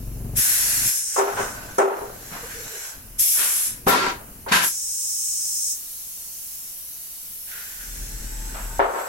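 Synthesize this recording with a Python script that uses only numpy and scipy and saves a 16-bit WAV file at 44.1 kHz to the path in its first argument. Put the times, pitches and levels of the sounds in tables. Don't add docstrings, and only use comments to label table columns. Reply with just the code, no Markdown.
import sys
import numpy as np
from scipy import signal
from scipy.fft import rfft, irfft, next_fast_len
from scipy.io import wavfile
from scipy.ndimage import uniform_filter1d, map_coordinates

SR = 44100
rng = np.random.default_rng(int(sys.argv[2]) if len(sys.argv) > 2 else 0)


def to_wav(sig):
    pcm = np.clip(np.atleast_2d(sig), -1, 1) * 32767
    pcm = np.round(pcm).astype(np.int16)
    wavfile.write(sys.argv[1], SR, pcm.T)


N = 400428

# [t/s, attack/s, hold/s, level/dB]
PUFFS = [(3.322, 0.082, 0.37, -26.5)]
PUFF_SAG_DB_PER_S = 65
# [t/s, attack/s, hold/s, level/dB]
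SHOTS = [(3.861, 0.025, 0.22, -6.5)]
SHOT_SAG_DB_PER_S, SHOT_RELEASE_DB_PER_S = 87, 229
# [t/s, hold/s, level/dB]
BLOWDOWNS = [(4.475, .04, -30), (4.511, 0.12, -12.5)]
BLOWDOWN_ATTACK_S, BLOWDOWN_SAG_DB_PER_S, BLOWDOWN_RELEASE_DB_PER_S = 0.013, 90, 318
# [f/Hz, width/Hz, level in the shot/dB, level in the blow-down/dB]
HEAD_RESONANCES = [(174, 34, -30, 16.5), (289, 130, 16, 0), (392, 31, 17, 8), (780, 19, 13, 7),
                   (970, 38, 17.5, 13), (1083, 15, 12, -3), (1360, 5.8, 21, 15.5), (1597, 30, 5, 11.5)]
# [f/Hz, relative density/dB per Hz]
SHOT_SPECTRUM = [(60, -29), (170, -11.5), (900, -0.5), (1500, 7), (4000, -1.5), (7500, -8.5), (11500, -34),
                 (15000, -76)]

# [t/s, attack/s, hold/s, level/dB]
VENTS = [(0.35, 0.021, 0.62, -18.5), (0.817, 0.048, 0.023, -22.5), (3.178, 0.019, 0.48, -17.5),
         (3.861, 0.022, 0.019, -14.5), (4.505, 0.023, 0.051, -24), (4.581, 0.061, 0.038, -20.5)]
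VENT_SAG_DB_PER_S, VENT_RELEASE_DB_PER_S = 12, 190
# [t/s, attack/s, hold/s, level/dB, drift/dB per s]
BLEEDS = [(0.37, 0.059, 0.76, -29, 4), (1.25, .17, 0.12, -31, -76), (1.78, 0.0038, 0.0043, -19, 0),
          (1.852, 0.16, 0.89, -55.5, 21.5), (4.57, 0.17, 0.983, -26.5, 3), (5.7, 0.11, 0.91, -42.5, 0.5),
          (7.4, 0.56, 0.87, -39.5, -11)]
BLEED_RELEASE_DB_PER_S = 266
# [t/s, attack/s, hold/s, level/dB]
LEAK_SWELLS = [(4.348, 0.66, 2.66, -33.5)]
LEAK_DB, LEAK_SAG_DB_PER_S, LEAK_RELEASE_DB_PER_S = -43.5, 0.6, 17
# [f/Hz, relative density/dB per Hz]
VENT_SPECTRUM = [(100, -31.5), (1000, -31), (2200, -11.5), (4800, -10.5), (5200, -2.5), (9300, 2.5),
                 (11800, 8.5), (12400, -42), (15800, -50)]
TOP_TREBLE_SPECTRUM = [(10500, -44), (12600, -9), (15800, -24)]
BLEED_SPECTRUM = [(1000, -45), (4850, -13.5), (5100, 3), (6500, 6.5), (9400, 5), (9650, -12), (11200, 0),
                  (12700, -14), (15300, -12), (15600, -1)]
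LEAK_SPECTRUM = [(1000, -34.5), (3500, -11), (6300, -4), (8500, -5.5), (11400, 4), (15800, -2)]

# [t/s, clatter level/dB, low ring level/dB, brightness/dB per octave]
CONTACTS = [(1.161, -20.5, -40, -0.5), (1.178, -19, -10.5, -2), (1.214, -26.5, -10.5, -2.5),
            (1.272, -26, -15, 1), (1.389, -33, -18.5, -15), (1.783, -5.5, -0.5, -3.5), (1.827, -39, 0, -3),
            (1.907, -26, -14.5, -4), (2.013, -35, -20.5, -10), (3.869, -9.5, -3, -1),
            (4.462, -31, -35, -2.5), (8.793, -5, -3.5, -2.5), (8.942, -26, -26, -0.5),
            (8.98, -28.5, -29, 0.5)]
# [f/Hz, level/dB]
FRAME_MODES = [(535, -11.5), (694, -9), (790, -5), (926, -4), (1070, -7), (1340, -7)]
FRAME_T60_S = 0.29
# [f/Hz, relative density/dB per Hz]
PLATE_SPECTRUM = [(100, -50), (290, -20.5), (400, -7.5), (650, -4), (1350, -6.5), (1900, -14),
                  (15000, -64.5)]
BEND_HZ, BEND_T60_S, BEND_RISE_S = 393.8, 0.18, 0.014

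# [t/s, attack/s, hold/s, level/dB, drift/dB per s]
STROKES = [(0.341, 0.043, 0.5, -26.5, -0.5), (0.95, 0.21, 1.9, -36, -13), (2.024, .3, 0.55, -39, 5.5),
           (7.444, 0.043, 4.8, -41.5, 0)]
PORT_RELEASE_DB_PER_S = 116
# [t/s, hold/s, level/dB]
PORT_GUSTS = [(2.47, 0.052, -41), (7.48, 0.098, -40.5), (7.77, 0.029, -44)]
GUST_ATTACK_S = 0.036
# [t/s, attack/s, hold/s, level/dB, f/Hz, width/Hz]
WHISTLES = [(7.754, 0.55, 0.95, -43, 7910, 714)]
# [t/s, attack/s, hold/s, level/dB, f/Hz, glide/Hz per s]
SEAL_NOTES = [(2.418, 0.017, 0.013, -40.5, 487, 0), (2.539, 0.013, 0.06, -41, 475, -180),
              (2.668, 0.036, 0.065, -43.5, 451, -150), (7.4, 1.25, .12, -52.5, 785, 89.5)]
SEAL_RELEASE_DB_PER_S = 220
# [f/Hz, relative density/dB per Hz]
PORT_SPECTRUM = [(200, -13.5), (1250, -5.5), (1530, 6), (1950, 1.5), (3800, -5.5), (5300, -1.5),
                 (7400, 1.5), (9200, -14), (11700, 5.5), (15000, -22)]
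GUST_SPECTRUM = [(1100, -22), (1480, -2), (2400, -14), (4500, -23)]

# [t/s, attack/s, hold/s, level/dB, drift/dB per s]
SCRAPES = [(1.234, 0.083, 0.94, -33, -24), (2.255, 0.09, .58, -49.5, 4), (7.9, 0.77, 0.74, -49, 30)]
SCRAPE_RELEASE_DB_PER_S = 80
# [t/s, level/dB]
GUIDE_SNAGS = [(1.35, -30.5), (2.3, -36), (8.529, -38)]
SNAG_ATTACK_S, SNAG_HOLD_S, SNAG_RELEASE_DB_PER_S = 0.018, 0.047, 109
# [f/Hz, width/Hz, level/dB]
ROD_RESONANCE = [(1520, 57, 14.5)]

# [t/s, attack/s, hold/s, level/dB]
HAMMER_RUNS = [(-.015, 0, 0.408, -27.5), (0.054, 0.78, 0.04, -35.5)]
KNOCKS_PER_S, KNOCK_RELEASE_DB_PER_S = 22.9, 600
# [f/Hz, level/dB, t60/s]
HAMMER_MODES = [(121.5, 2.5, 0.13), (252, -10.5, 0.13)]
KNOCK_ROCK_DB = -3

# [t/s, attack/s, hold/s, sway level/dB, panel rattle level/dB]
SHUDDERS = [(1.249, 0.094, 0.39, -52, -41), (1.927, 0.083, 0.66, -50, -44),
            (2.917, 0.057, 0.22, -43.5, -46), (3.58, 0.14, 0.85, -49.5, -44),
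            (7.615, 0.4, 0.85, -32, -42.5)]
SHUDDER_RELEASE_DB_PER_S = 255
# [t/s, level/dB]
PANEL_JOLTS = [(2.31, -38.5), (3.863, -20.5), (4.511, -29)]
JOLT_ATTACK_S, JOLT_RELEASE_DB_PER_S = 0.0049, 180
# [f/Hz, width/Hz, level/dB]
THUD_RESONANCE = [(178, 64, 35)]
# [f/Hz, relative density/dB per Hz]
PANEL_SPECTRUM = [(80, -1), (113, -5), (140, -6), (220, -2.5), (1500, -30), (5000, -61)]
SWAY_SPECTRUM = [(20, -21), (40, -9), (62, -13.5), (150, -49.5)]

# [f/Hz, level/dB]
MOTOR_HUM = [(48.4, -67)]
# [f/Hz, relative density/dB per Hz]
HALL_SPECTRUM = [(25, 2), (106, -4), (190, -6), (500, -12), (3000, -10), (6000, -103)]
# [f/Hz, left-right correlation]
LEFT_RIGHT_LIKENESS = [(150, 0.97), (330, 0.72), (1300, 0.003)]
TOP_HZ = 16000


def amp(db):
    return 10 ** (np.asarray(db) / 20)


def unit(x):
    return x / np.sqrt(np.mean(np.abs(x) ** 2) + 1e-20)


def along(points, hz):
    f, v = np.transpose(points)
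    return np.interp(np.log(hz + 1), np.log(f + 1), v)


def wobble(rate):
    knots = rng.standard_normal(int(N * rate / SR) + 4)
    return map_coordinates(knots, [np.arange(N) * rate / SR])


def pan(db):
    return amp([[db / 2], [-db / 2]])


def envelope(s, attack, hold, db, drift, release):
    t = np.arange(N) / SR - s
    swell = np.clip(t / attack, 0, 1) ** 2
    drifted_db = db + drift * np.clip(t - attack, 0, hold)
    return swell * amp(drifted_db - release * np.maximum(t - attack - hold, 0))


def together(gains):
    return np.sqrt(sum(gain ** 2 for gain in gains))


def noise(spectrum, peaks=(), size=N):
    m = next_fast_len(size)
    hz = np.fft.rfftfreq(m, 1 / SR)
    power = 1
    for centre, width, db in peaks:
        power = power + amp(db) ** 2 / (1 + (2 * (hz - centre) / width) ** 2)
    colour = amp(along(spectrum, hz)) * np.sqrt(power)
    turn = np.arccos(np.clip(along(LEFT_RIGHT_LIKENESS, hz), -1, 1)) / 2
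    gain = colour * np.array([np.cos(turn), np.sin(turn)])
    mid, side = irfft(rfft(rng.standard_normal((2, m))) * gain, m)[:, :size]
    return unit(np.array([mid + side, mid - side]))


def air(spectrum, flutter_db, varied_db, peaks=()):
    hz, _, z = signal.stft(noise(spectrum, peaks), SR, nperseg=2048)
    passing = uniform_filter1d(rng.standard_normal(z.shape[1:]), size=5, axis=0)
    passing = unit(uniform_filter1d(passing, size=7, axis=1))
    fixed = 2 * np.minimum(rng.standard_normal((len(hz), 1)), 1)
    depth = varied_db * np.clip((hz[:, None] - 700) / 3000, 0, 1)
    varied = z * amp(depth * (passing + fixed))
    flow = unit(signal.istft(varied, nperseg=2048)[1][:, :N])
    return flow * amp(flutter_db * unit(wobble(25) + wobble(160)))


def shooting_head():
    shot_peaks = [(hz, width, db) for hz, width, db, _ in HEAD_RESONANCES]
    blowdown_peaks = [(hz, width, db) for hz, width, _, db in HEAD_RESONANCES]
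    brighter = [(hz, db + 0.35 * np.log2(hz)) for hz, db in SHOT_SPECTRUM]
    escape = together(envelope(*row, -PUFF_SAG_DB_PER_S, SHOT_RELEASE_DB_PER_S) for row in PUFFS)
    inflow = together(envelope(*row, -SHOT_SAG_DB_PER_S, SHOT_RELEASE_DB_PER_S) for row in SHOTS)
    outflow = together(
        envelope(s, BLOWDOWN_ATTACK_S, hold, db, -BLOWDOWN_SAG_DB_PER_S, BLOWDOWN_RELEASE_DB_PER_S)
        for s, hold, db in BLOWDOWNS)
    puff = escape * air(SHOT_SPECTRUM, flutter_db=.8, varied_db=2)
    shot = inflow * air(SHOT_SPECTRUM, flutter_db=.8, varied_db=2, peaks=shot_peaks)
    blowdown = outflow * air(brighter, flutter_db=.8, varied_db=2, peaks=blowdown_peaks)
    return (puff + shot + blowdown) * pan(db=1.5)


def valves():
    flow = together(envelope(*row, -VENT_SAG_DB_PER_S, VENT_RELEASE_DB_PER_S) for row in VENTS)
    throttle = together(envelope(*row, BLEED_RELEASE_DB_PER_S) for row in BLEEDS)
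    swells = [envelope(*row, -LEAK_SAG_DB_PER_S, LEAK_RELEASE_DB_PER_S) for row in LEAK_SWELLS]
    seep = together([amp(LEAK_DB)] + swells)
    rush = flow * air(VENT_SPECTRUM, flutter_db=.2, varied_db=2)
    treble_gain = amp(-15) * (flow / flow.max()) ** 2
    top_treble = treble_gain * air(TOP_TREBLE_SPECTRUM, flutter_db=.2, varied_db=2)
    bleed = throttle * air(BLEED_SPECTRUM, flutter_db=.15, varied_db=2)
    leak = seep * air(LEAK_SPECTRUM, flutter_db=.1, varied_db=2.5)
    return rush * pan(db=1.3) + top_treble * pan(db=3.5) + bleed + leak


def clanks():
    out = np.zeros((2, N + SR))
    t = np.arange(SR * 3 // 4) / SR
    gaps = np.diff([row[0] for row in CONTACTS], append=N / SR)
    for (s, db, low_db, bright), gap in zip(CONTACTS, gaps):
        free = np.exp(-np.maximum(t - gap, 0) / BEND_RISE_S)
        bend_hz = BEND_HZ * (1 + rng.normal(0, .015))
        bend_gain = amp(low_db - 60 * t / BEND_T60_S) * (1 - np.exp(-t / BEND_RISE_S)) * free
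        bend = bend_gain * np.sin(2 * np.pi * bend_hz * t)
        ring = 0
        for hz, mode_db in FRAME_MODES:
            own_db = bright * np.log2(hz / 900) + rng.normal(0, 2, (2, 1))
            phase = rng.uniform(0, 2 * np.pi) + rng.normal(0, hz / 1000, (2, 1))
            mode_gain = amp(mode_db + own_db - 60 * t / FRAME_T60_S) * (1 - np.exp(-t * hz))
            ring = ring + mode_gain * np.sin(2 * np.pi * hz * t + phase)
        colour = [(hz, v + bright * np.log2(min(hz, 3000) / 900)) for hz, v in PLATE_SPECTRUM]
        rattle = amp(1.7 * wobble(110)[:len(t)])
        decay = amp(-60 * t / 0.29) + amp(-15.5 - 60 * t / 0.92)
        dense = rattle * noise(colour, size=len(t)) * decay * (1 - np.exp(-t / 0.0041))
        out[:, round(s * SR):][:, :len(t)] += bend + amp(db) * (ring + dense)
    left, right = out[:, :N] * pan(db=1.5)
    return np.array([np.roll(left, 16), right])


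def cylinders():
    travel = together(envelope(*row, PORT_RELEASE_DB_PER_S) for row in STROKES)
    gusts = together(envelope(s, GUST_ATTACK_S, hold, db, 0, PORT_RELEASE_DB_PER_S)
                     for s, hold, db in PORT_GUSTS)
    out = travel * air(PORT_SPECTRUM, flutter_db=.5, varied_db=3)
    out = out + gusts * air(GUST_SPECTRUM, flutter_db=1, varied_db=2)
    for s, attack, hold, db, hz, width in WHISTLES:
        band = [(hz - 2 * width, -60), (hz - width, -10), (hz, 0), (hz + width, -10), (hz + 2 * width, -60)]
        out = out + envelope(s, attack, hold, db, 0, PORT_RELEASE_DB_PER_S) * noise(band)
    for s, attack, hold, db, hz, glide in SEAL_NOTES:
        pitch = hz + glide * (np.arange(N) / SR - s)
        grip = amp(3.2 * wobble(25))
        slip = .8 * wobble(90)
        note = grip * np.sin(2 * np.pi * np.cumsum(pitch) / SR + slip)
        out = out + envelope(s, attack, hold, db, 0, SEAL_RELEASE_DB_PER_S) * note
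    return out


def guides():
    brighter = [(hz, db + 4 * np.log2(hz)) for hz, db in PLATE_SPECTRUM]
    slide = together(envelope(*row, SCRAPE_RELEASE_DB_PER_S) for row in SCRAPES)
    snag = together(envelope(s, SNAG_ATTACK_S, SNAG_HOLD_S, db, 0, SNAG_RELEASE_DB_PER_S)
                    for s, db in GUIDE_SNAGS)
    sliding = air(PLATE_SPECTRUM, flutter_db=1.9, varied_db=2, peaks=ROD_RESONANCE)
    catching = air(brighter, flutter_db=1.9, varied_db=2)
    surge = amp(1.5 * wobble(10))
    return slide * surge * sliding + snag * catching


def knocking():
    period = 1 / KNOCKS_PER_S
    since = (np.arange(N) / SR - HAMMER_RUNS[0][0]) % period
    ring = sum(amp(db - 60 * since / t60) * np.sin(2 * np.pi * hz * since) for hz, db, t60 in HAMMER_MODES)
    ring = ring * np.clip((period - since) / JOLT_ATTACK_S, 0, 1)
    thud = amp(-6.5 - 60 * since / 0.28) * (1 - np.exp(-since / 0.0013)) * noise(PANEL_SPECTRUM)
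    rock = -amp(KNOCK_ROCK_DB) * np.cos(2 * np.pi * 2 * since / period)
    force = together(envelope(*row, 0, KNOCK_RELEASE_DB_PER_S) for row in HAMMER_RUNS)
    knocks = amp(2 * wobble(23)) * (ring + thud)
    return force * (knocks + amp(wobble(12)) * rock) * pan(db=2.4)


def shudder():
    throb_hz = 38.8 * (1 + 0.019 * wobble(17))
    phase = 2 * np.pi * np.cumsum(throb_hz) / SR
    load = together(envelope(s, attack, hold, db, 0, SHUDDER_RELEASE_DB_PER_S)
                    for s, attack, hold, db, _ in SHUDDERS)
    shake = together(envelope(s, attack, hold, db, 0, SHUDDER_RELEASE_DB_PER_S)
                     for s, attack, hold, _, db in SHUDDERS)
    jolt = together(envelope(s, JOLT_ATTACK_S, 0, db, 0, JOLT_RELEASE_DB_PER_S) for s, db in PANEL_JOLTS)
    sway = load * (np.sin(phase) + amp(-8) * noise(SWAY_SPECTRUM))
    buzz = amp(-6.5) * np.sqrt(shake / shake.max()) * np.sin(3 * phase)
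    panels = shake * (amp(-3.5) * noise(PANEL_SPECTRUM) + buzz) * amp(2 * np.sin(phase))
    thud = jolt * noise(PANEL_SPECTRUM, THUD_RESONANCE)
    return (sway + panels + thud) * pan(db=2.4)


def hall():
    t = np.arange(N) / SR
    hum = sum(amp(db) * np.sqrt(2) * np.sin(2 * np.pi * hz * t + .5 * wobble(3.1)) for hz, db in MOTOR_HUM)
    return hum + amp(-55.0) * noise(HALL_SPECTRUM)


def scene():
    machine = shooting_head() + valves() + clanks() + cylinders() + guides() + knocking() + shudder()
    return machine + hall()


def record(dry):
    power = np.abs(uniform_filter1d(np.mean(dry ** 2, axis=0), SR // 100))
    loud_db = 10 * np.log10(power + 1e-12)
    excess = np.maximum(loud_db + 13.5, 0)
    recovery = 55 * np.arange(N) / SR
    held = dry * amp(recovery - np.maximum.accumulate(excess + recovery))
    m = next_fast_len(N + SR // 2)
    kept = np.fft.rfftfreq(m, 1 / SR) < TOP_HZ
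    return irfft(rfft(held, m) * kept, m)[:, :N]


dry = scene()
out = record(dry)
to_wav(out)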